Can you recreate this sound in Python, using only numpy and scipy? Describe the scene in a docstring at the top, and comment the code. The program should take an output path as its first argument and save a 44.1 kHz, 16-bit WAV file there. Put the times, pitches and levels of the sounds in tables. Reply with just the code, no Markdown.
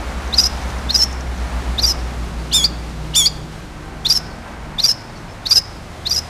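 """Under a porch roof beside a village road, a shrike calls close by from a wire cage.
Seven calls are whistles, near-pure tones that sweep upward and then dip twice; two are harsh squawks,
in which both sides of the syrinx sound at once and make sum tones. The porch reflects the calls.
Cars pass behind, with harmonic exhaust drones and broadband tyre noise. A distant bird chirps
faintly, and a few tiny ticks come from the cage."""
import sys
import numpy as np
from scipy import signal
from scipy.fft import rfft, irfft
from scipy.io import wavfile
from scipy.ndimage import uniform_filter1d, minimum_filter1d, map_coordinates

SR = 44100
rng = np.random.default_rng(int(sys.argv[2]) if len(sys.argv) > 2 else 0)


def master_out(mix):
    """Clip the mix to full scale and print it as 16-bit PCM to the path in sys.argv[1]."""
    frames = np.transpose(np.atleast_2d(mix))
    ceiling = np.clip(frames, -1, 1)
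    pcm = np.round(ceiling * 32767).astype(np.int16)
    wavfile.write(sys.argv[1], SR, pcm)


N = 277389
TIME = np.arange(N) / SR


def from_db(db):
    """Amplitude ratio: tenfold for every 20 dB."""
    return 10 ** (np.asarray(db) / 20)


def rms_one(x):
    """Normalisation to an rms of 1."""
    return x / np.sqrt(np.mean(x ** 2) + 1e-20)


def level_at(spectrum, hz):
    """Interpolation of a spectrum in dB along a log-frequency axis."""
    known_hz, db = np.transpose(spectrum)
    return np.interp(np.log(hz), np.log(known_hz), db)


def drift(rate_hz):
    """Random modulation: low-passed noise with a spread of 1."""
    pole = np.exp(-16 * np.pi * rate_hz / SR)   # at an eighth of the sample rate
    slow = signal.lfilter([1], [1, -2 * pole, pole * pole], rng.standard_normal(N // 8 + 4002))[4000:]
    return np.interp(np.arange(N) / 8, np.arange(len(slow)), rms_one(slow))


def noise(spectrum):
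    """Spectral shaping of white noise, rolling off beyond the spectrum's ends; rms 1."""
    hz = np.maximum(np.fft.rfftfreq(N, 1 / SR), 1)
    rolloff = np.minimum(1, np.minimum(hz / spectrum[0][0], spectrum[-1][0] / hz)) ** 2
    white = rfft(rng.standard_normal(N))
    return rms_one(irfft(white * from_db(level_at(spectrum, hz)) * rolloff, N))


def glide(contours, fade_s):
    """Frequency and amplitude envelopes from contours of (time_s, pitch_hz, level_db), each faded."""
    rows = []
    for contour in contours:
        first, last = contour[0], contour[-1]
        rows += [(s, hz, from_db(db)) for s, hz, db in contour]
        rows += [(first[0] - fade_s, first[1], 0), (last[0] + fade_s, last[1], 0)]
    s, hz, gain = np.transpose(sorted(rows))
    return np.interp(TIME, s, hz), np.sqrt(2) * np.interp(TIME, s, gain)


def phase_of(hz):
    """Phase is the time integral of frequency."""
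    return 2 * np.pi * np.cumsum(hz) / SR


def nearness(nearest_s, passing_s):
    """Attenuation with distance: gain 1 when nearest, a half one passing time away."""
    return 1 / (1 + ((TIME - nearest_s) / passing_s) ** 2)


def engine(hz, amplitude, orders_db, unsteady_db=1.5, waver=.0036):
    """Periodic machinery radiates a harmonic series of orders, each slightly unsteady."""
    phase = phase_of(hz * (1 + waver * drift(3.58)))
    return amplitude * sum(from_db(db + unsteady_db * drift(2.6)) * np.sin(k * phase)
                           for k, db in enumerate(orders_db, 1))


def passing(nearest_s, passing_s, hz, slide_hz_per_s, orders_db, **unsteadiness):
    """A moving harmonic source swells and fades with distance while its pitch slides evenly."""
    pitch_hz = hz + slide_hz_per_s * (TIME - nearest_s)
    return engine(pitch_hz, np.sqrt(2) * nearness(nearest_s, passing_s), orders_db, **unsteadiness)


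# Road noise spectra: frequency_hz, relative_density_db
RUMBLE = [(20, -4), (35, 3.5), (52, -3), (75, -11), (110, -0.5), (170, -15.5), (260, -70)]
BODY = [(100, -30), (170, 5), (240, -1.5), (350, -1.5), (480, -7.5), (800, -17)]
TYRES = [(280, -26.5), (500, -2), (750, 0), (1100, -2.5), (1600, -5.5), (2300, -9.5), (4000, -27)]
HISS = [(1500, -11.5), (2600, -1.5), (4000, -1.5), (6000, -5.5), (9000, -10.5), (12000, -18), (15500, -29)]
# Passing cars: nearest_s, passing_s, firing_hz, slide_hz_per_s, orders_db, body_db, tyres_db, hiss_db
VEHICLES = [(.4, 1.0, 56.1, -1.5, (-29, -48, -49, -43), -36.5, -32.5, -40.5),
            (1.65, .45, 55.3, -1, (-28, -46, -44), -39, -34.5, -45), (2.2, .8, 123, -1.5, (-40.5,),
            -38.5, -41, -45), (3.0, 1.1, 154.6, -2.2, (-36, -46), -38, -55, -47.5),
            (4.5, .6, 76.6, -.5, (-40.5, -44, -45), -43.5, -39.5, -60), (5.6, .5, 53, -2, (-39, -44),
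            -52, -48, -54), (6.4, .6, 79, 2, (-34.5, -48, -48), -47, -42, -44)]


def traffic(rumble_db=-41, flutter_db=.77):
    """Incoherent sources add in power: each car's noise joins the far traffic, under the engine tones."""
    proximity = np.array([nearness(*row[:2]) for row in VEHICLES]) ** 2
    body, tyres, hiss = from_db([row[5:] for row in VEHICLES]).T ** 2 @ proximity
    rumble = from_db(rumble_db) ** 2 * body / body.max()
    bands = ((RUMBLE, -38.5, rumble), (BODY, -42, body), (TYRES, -40, tyres), (HISS, -49, hiss))
    road = np.zeros(N)
    for spectrum, far_db, near_power in bands:
        amplitude = np.sqrt(from_db(far_db) ** 2 + near_power)
        road += noise(spectrum) * amplitude * from_db(flutter_db * drift(4.2))
    return road + sum(passing(*row[:5]) for row in VEHICLES)


# Exhaust of the loudest car: time_s, firing_hz, level_db
EXHAUST = [(0.0, 69.7, -34), (0.12, 67.3, -28), (1.75, 61.8, -23), (3.66, 56.2, -37), (3.74, 54.4, -37),
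           (4.16, 53.8, -33), (4.46, 53.5, -43), (4.61, 55.2, -35), (4.7, 54.7, -40)]
# Its harmonics, from the first: relative_db
EXHAUST_ORDERS_DB = (-.8, -21, -24, -19)


def exhaust_drone():
    """An exhaust sounds at the firing frequency and its multiples."""
    return engine(*glide([EXHAUST], fade_s=.1), EXHAUST_ORDERS_DB, unsteady_db=.5)


# Gears of one car: nearest_s, passing_s, pitch_hz, slide_hz_per_s, orders_db
GEARS = (4.45, .5, 766, -10, (-51, -47.5))


def gear_whine():
    """Meshing gears radiate a wavering tone and its octave."""
    return passing(*GEARS, unsteady_db=3, waver=.016)


# Reflections from cage floor, post and roof: delay_s, gain_db
ECHOES = [(.0031, -30.5), (.0083, -13.5), (.0126, -28), (0.0222, -29.5)]


def porch(x, scatter_db=-17, scatter_t60_s=.12, tail_db=-21.5, tail_t60_s=.59):
    """Reverberation: early reflections, scattering from bars and beams, and a faint street tail."""
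    t = TIME[:SR]
    response = np.zeros(SR)
    for db, t60_s in ((scatter_db, scatter_t60_s), (tail_db, tail_t60_s)):
        decay = rng.standard_normal(SR) * from_db(-60 * t / t60_s) * (t > .005)
        response += from_db(db) * rms_one(decay) / np.sqrt(SR)
    response = signal.sosfilt(signal.butter(2, 7500, fs=SR, output="sos"), response)
    for delay_s, db in ECHOES:
        response[round(delay_s * SR)] += from_db(db)
    return signal.fftconvolve(x, response)[:N]


# Chirps of a distant bird: start_s, length_s, start_hz, end_hz, relative_db
FAR_CHIRPS = [(2.386, .03, 4500, 4700, -52), (4.30, .03, 4500, 4300, -50), (5.145, 0.028, 4700, 4360, -47),
              (5.158, .035, 5600, 6600, -44), (5.289, 0.036, 5200, 5300, -48)]


def far_chirps(gain_db=2, edge_db=-8):
    """Short sine glides; distance raises the ratio of reverberant to direct sound."""
    contours = [[(start, start_hz, db + edge_db),
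                 (start + length / 2, (start_hz + end_hz) / 2, db),
                 (start + length, end_hz, db + edge_db)]
                for start, length, start_hz, end_hz, db in FAR_CHIRPS]
    hz, amplitude = glide(contours, fade_s=.005)
    chirps = from_db(gain_db) * amplitude * np.sin(phase_of(hz))
    return chirps + 2 * porch(chirps)


# Ticks in the cage: start_s, relative_db
TICKS = [(0.2758, -28.5), (0.5726, -32), (0.6165, -27), (0.6357, -30), (0.7013, -28), (0.785, -29.5),
         (1.1279, -24), (1.208, -24), (1.3775, -28.5)]


def cage_ticks(gain_db=-6, decay_s=.0046):
    """Damped transients: bursts of bright band noise with exponential decay."""
    envelope = sum(from_db(db) * np.exp(-np.abs(TIME - s) / decay_s) * (TIME >= s) for s, db in TICKS)
    return from_db(gain_db) * envelope * noise([(4500, -14), (6100, 11), (7200, -12), (11000, -29)])


def treble_gain():
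    """Directivity: the voice brightens or dulls as the bird turns its head between calls."""
    turns = [(sweep[0], db) for sweep, _, _, db in WHISTLES] + [(row[0], row[-1]) for row in SQUAWKS]
    return from_db(np.interp(TIME, *np.transpose(sorted(turns))))


# Spectrum of the airy rasp in the voice: frequency_hz, relative_density_db
RASP = [(2000, -10), (4500, 5), (6200, 7), (8500, -17), (11800, 1), (15000, -17)]


def rasp(db):
    """The aperiodic part of the voice: broadband noise."""
    return from_db(db) * noise(RASP)


def squawk_contour(start, length, hz, db, scoop_s, fade_db_per_s=0, hold_s=.066):
    """Pitch and level move together: they scoop up, sag as effort eases and lift at the end."""
    scoop_from_hz, onset_db, attack_s = 2850, -11, .019
    sag_span, sag_share, sag_db = (.2, .8), .092, 7.5   # the span is in shares of the length
    lift_hz, lift_db, lift_s = 220, 2, .005
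    t = np.linspace(0, length, num=60)
    sag = (1 - np.cos(np.interp(t / length, sag_span, [0, np.pi]))) / 2
    lift = np.exp((t - length) / lift_s)
    pitch = hz * (1 - sag_share * sag) - (hz - scoop_from_hz) * np.exp(-t / scoop_s) + lift_hz * lift
    level = db + onset_db * np.maximum(1 - t / attack_s, 0) - sag_db * sag + lift_db * lift
    level -= fade_db_per_s * np.maximum(t - hold_s, 0)
    return list(zip(start + t, pitch, level))


def flick_contour(start, db, from_hz=4270, rise_hz_per_s=35000, end_db=-15):
    """A linear chirp: the loud rising whistle that ends a squawk."""
    steps_s = np.cumsum([.002, .010, .009])   # attack, hold, release
    return list(zip(start + steps_s, from_hz + rise_hz_per_s * steps_s, (db, db, db + end_db)))


# Harmonics two to four of the lower voice: relative_db
SQUAWK_HARMONICS_DB = [-6, -17, -28]
# Squawks, levels relative: start_s, length_s, low_hz, low_db, high_hz, high_db, flick_db, treble_db
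SQUAWKS = [(2.528, .113, 3660, -11.8, 5550, -17.5, -7.5, 0),
           (3.152, .106, 3610, -9.3, 6000, -16.5, -7.5, 2.7)]


def squawks(low_jitter=.00467, high_jitter=.018, coupling=1.45, lead_s=.013, rasp_db=-27):
    """Biphonation: both sides of the syrinx sound; the lower modulates the upper, adding sum tones."""
    lows, highs = [], []
    for start, length, low_hz, low_db, high_hz, high_db, flick_db, _ in SQUAWKS:
        lows.append(squawk_contour(start, length, low_hz, low_db, scoop_s=.0075))
        # The upper voice starts first and dies early.
        upper = squawk_contour(start - lead_s, length + lead_s, high_hz, high_db,
                               scoop_s=.016, fade_db_per_s=330)
        highs.append(upper + flick_contour(start + length, flick_db))
    low_hz, low_gain = glide(lows, fade_s=.0034)
    high_hz, high_gain = glide(highs, fade_s=.005)
    low_phase = phase_of(low_hz * (1 + low_jitter * drift(400)))
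    high_phase = phase_of(high_hz * (1 + high_jitter * drift(295)))
    fundamentals = low_gain * np.cos(low_phase) + high_gain * np.sin(high_phase)
    overtones = sum(from_db(db) * np.cos(k * low_phase) for k, db in enumerate(SQUAWK_HARMONICS_DB, 2))
    sum_tones = np.sin(high_phase + low_phase) + .42 * np.sin(high_phase + 2 * low_phase)
    partials = low_gain * (overtones + coupling * high_gain * sum_tones)
    air = rasp(rasp_db) * (low_gain + np.minimum(high_gain, .15))
    return fundamentals + treble_gain() * (partials + air)


CREST_HZ, CREST_DB, HUSH_DB = 5840, -25, -33   # the soft arcs between notes; the lull after a sweep


def sweep_contour(start, length, hz, db, rise_hz=720, swell_db=13, stop_s=.007):
    """A linear chirp that swells; the push of air stops while the pitch springs on upward."""
    top_hz = hz + rise_hz
    return [(start, hz, db - swell_db),
            (start + length / 2, (hz + top_hz) / 2, db - 4.5),
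            (start + length - stop_s / 2, top_hz, db),
            (start + length + stop_s / 2, top_hz + rise_hz / 2, HUSH_DB)]


def dip_contour(start, length, hz, db, falling_share, fall_s=.011, attack_s=.004):
    """Frequency modulation: the note bursts out falling from the crest, bottoms out and creeps up."""
    entry_db, creep_hz, sag_db = -22, 340, 2
    entry_hz = hz + .55 * (CREST_HZ - hz)
    bottom_s = start + falling_share * length
    burst_hz = np.interp(start, [start - attack_s, bottom_s], [entry_hz, hz])
    return [(start - fall_s, CREST_HZ, CREST_DB),
            (start - attack_s, entry_hz, entry_db),
            (start, burst_hz, db - sag_db),
            (bottom_s, hz, db),
            (start + length, hz + creep_hz * (1 - falling_share), db - sag_db)]


# Second harmonic of a whistle: harmonic_hz, relative_db
OVERTONE = [(6500, -28), (8200, -38.5), (9600, -31), (10800, -26.5), (11600, -11)]
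# Whistled calls: sweep, first_dip, last_dip, treble_db
# Each note: start_s, length_s, lowest_hz, relative_db; a dip adds falling_share (of its length)
WHISTLES = [((.329, .020, 3570, -13), (.382, .020, 4780, -6.3, .25), (.437, .032, 4940, -12.3, .2), -1.5),
            ((.891, .020, 3450, -13), (.947, .015, 4850, -9, .4), (.993, .049, 5220, -12.3, .2), -2.5),
            ((1.781, .019, 3470, -12.5), (1.834, .021, 4630, -10.5, .3), (1.880, .041, 5050, -15, .85),
            1.5), ((4.051, .020, 3350, -10), (4.103, .020, 4700, -7.5, .2), (4.153, .024, 5130, -12, .7),
            6), ((4.785, .020, 3420, -9.3), (4.838, .022, 4620, -7.5, .15), (4.886, .034, 5070, -12.5, .35),
            1), ((5.457, .016, 3620, -13.5), (5.511, .019, 4620, -7.5, .2), (5.560, .027, 4960, -9.5, .3),
            4.5), ((6.055, .022, 3480, -15), (6.110, .020, 4690, -11.5, .2),
            (6.158, .034, 4960, -15.5, .25), 0)]


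def whistles(jitter=.005, crest_jitter=.019, shimmer_db=2.5, second_hz=5650, second_db=-25, rasp_db=-28):
    """Gliding tones with jitter and shimmer; a weak second voice joins the dips. Gives sound and pitch."""
    calls, second_voices = [], []
    for sweep, first, last, _ in WHISTLES:
        hush = (first[0] - .018, CREST_HZ, HUSH_DB)
        crest = (first[0] + first[1] + .006, CREST_HZ, CREST_DB)
        calls.append(sweep_contour(*sweep) + [hush] + dip_contour(*first) + [crest] + dip_contour(*last))
        second_voices.append([(first[0], second_hz, second_db), (last[0] + last[1], second_hz, second_db)])
    hz, gain = glide(calls, fade_s=.004)
    hz = uniform_filter1d(hz, size=130)   # rounds the corners over 3 ms
    shake = jitter + crest_jitter * np.clip((hz - 5200) / 600, 0, 1)
    _, second_gain = glide(second_voices, fade_s=.007)
    main = (hz * (1 + shake * drift(146.4)), gain * from_db(shimmer_db * drift(210)))
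    second = (second_hz * (1 + .025 * drift(60)), second_gain * from_db(3 * drift(120)))
    treble = treble_gain()
    tone = np.zeros(N)
    for voice_hz, amplitude in (main, second):
        phase = phase_of(voice_hz)
        overtone = treble * from_db(level_at(OVERTONE, 2 * voice_hz)) * np.sin(2 * phase)
        tone += amplitude * (np.sin(phase) + overtone)
    air = rasp(rasp_db) * treble * np.sqrt(gain) / 2
    return tone + air, hz


def shrike(gain_db=-1, beam_db=2):
    """Beaming: the highest whistled notes are aimed at the roof, so they return with more echo."""
    whistle, hz = whistles()
    squawk = squawks()
    beam = from_db(beam_db * np.clip((hz - 5000) / 800, 0, 1))
    return from_db(gain_db) * (whistle + squawk + porch(beam * whistle + squawk))


def scene():
    """Superposition of the near bird, its cage, the distant bird and the road."""
    return (shrike() + cage_ticks() + far_chirps() + traffic() + exhaust_drone() + gear_whine())[None, :]


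def timing_slip(x, rate_hz=1161.7, slip_samples=.93, spread_samples=.21):
    """Phase modulation: sample timing creeps and snaps back, fringing high notes with sidebands."""
    cycles = phase_of(rate_hz * (1 + .008 * drift(100))) / (2 * np.pi)
    sizes = (slip_samples + spread_samples * rng.standard_normal(N))[cycles.astype(int)]
    sawtooth = cycles % 1 - .5
    return map_coordinates(x, [np.arange(N) + sizes * sawtooth], order=3, mode="nearest")


def limit(x, ceiling=.88):
    """Peak limiting: a fast, smoothed gain turns the loudest notes down."""
    gain = minimum_filter1d(ceiling / np.maximum(np.abs(x), ceiling), size=130)
    return x * uniform_filter1d(gain, size=130)


def record(dry, cutoff_hz=15500):
    """Band limiting: a steep low-pass follows the timing slip and the limiter."""
    held = limit(timing_slip(dry[0]))
    lowpass = signal.ellip(12, .1, 90, cutoff_hz, fs=SR, output="sos")
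    return signal.sosfilt(lowpass, held)[None, :]


dry = scene()
out = record(dry)
master_out(out)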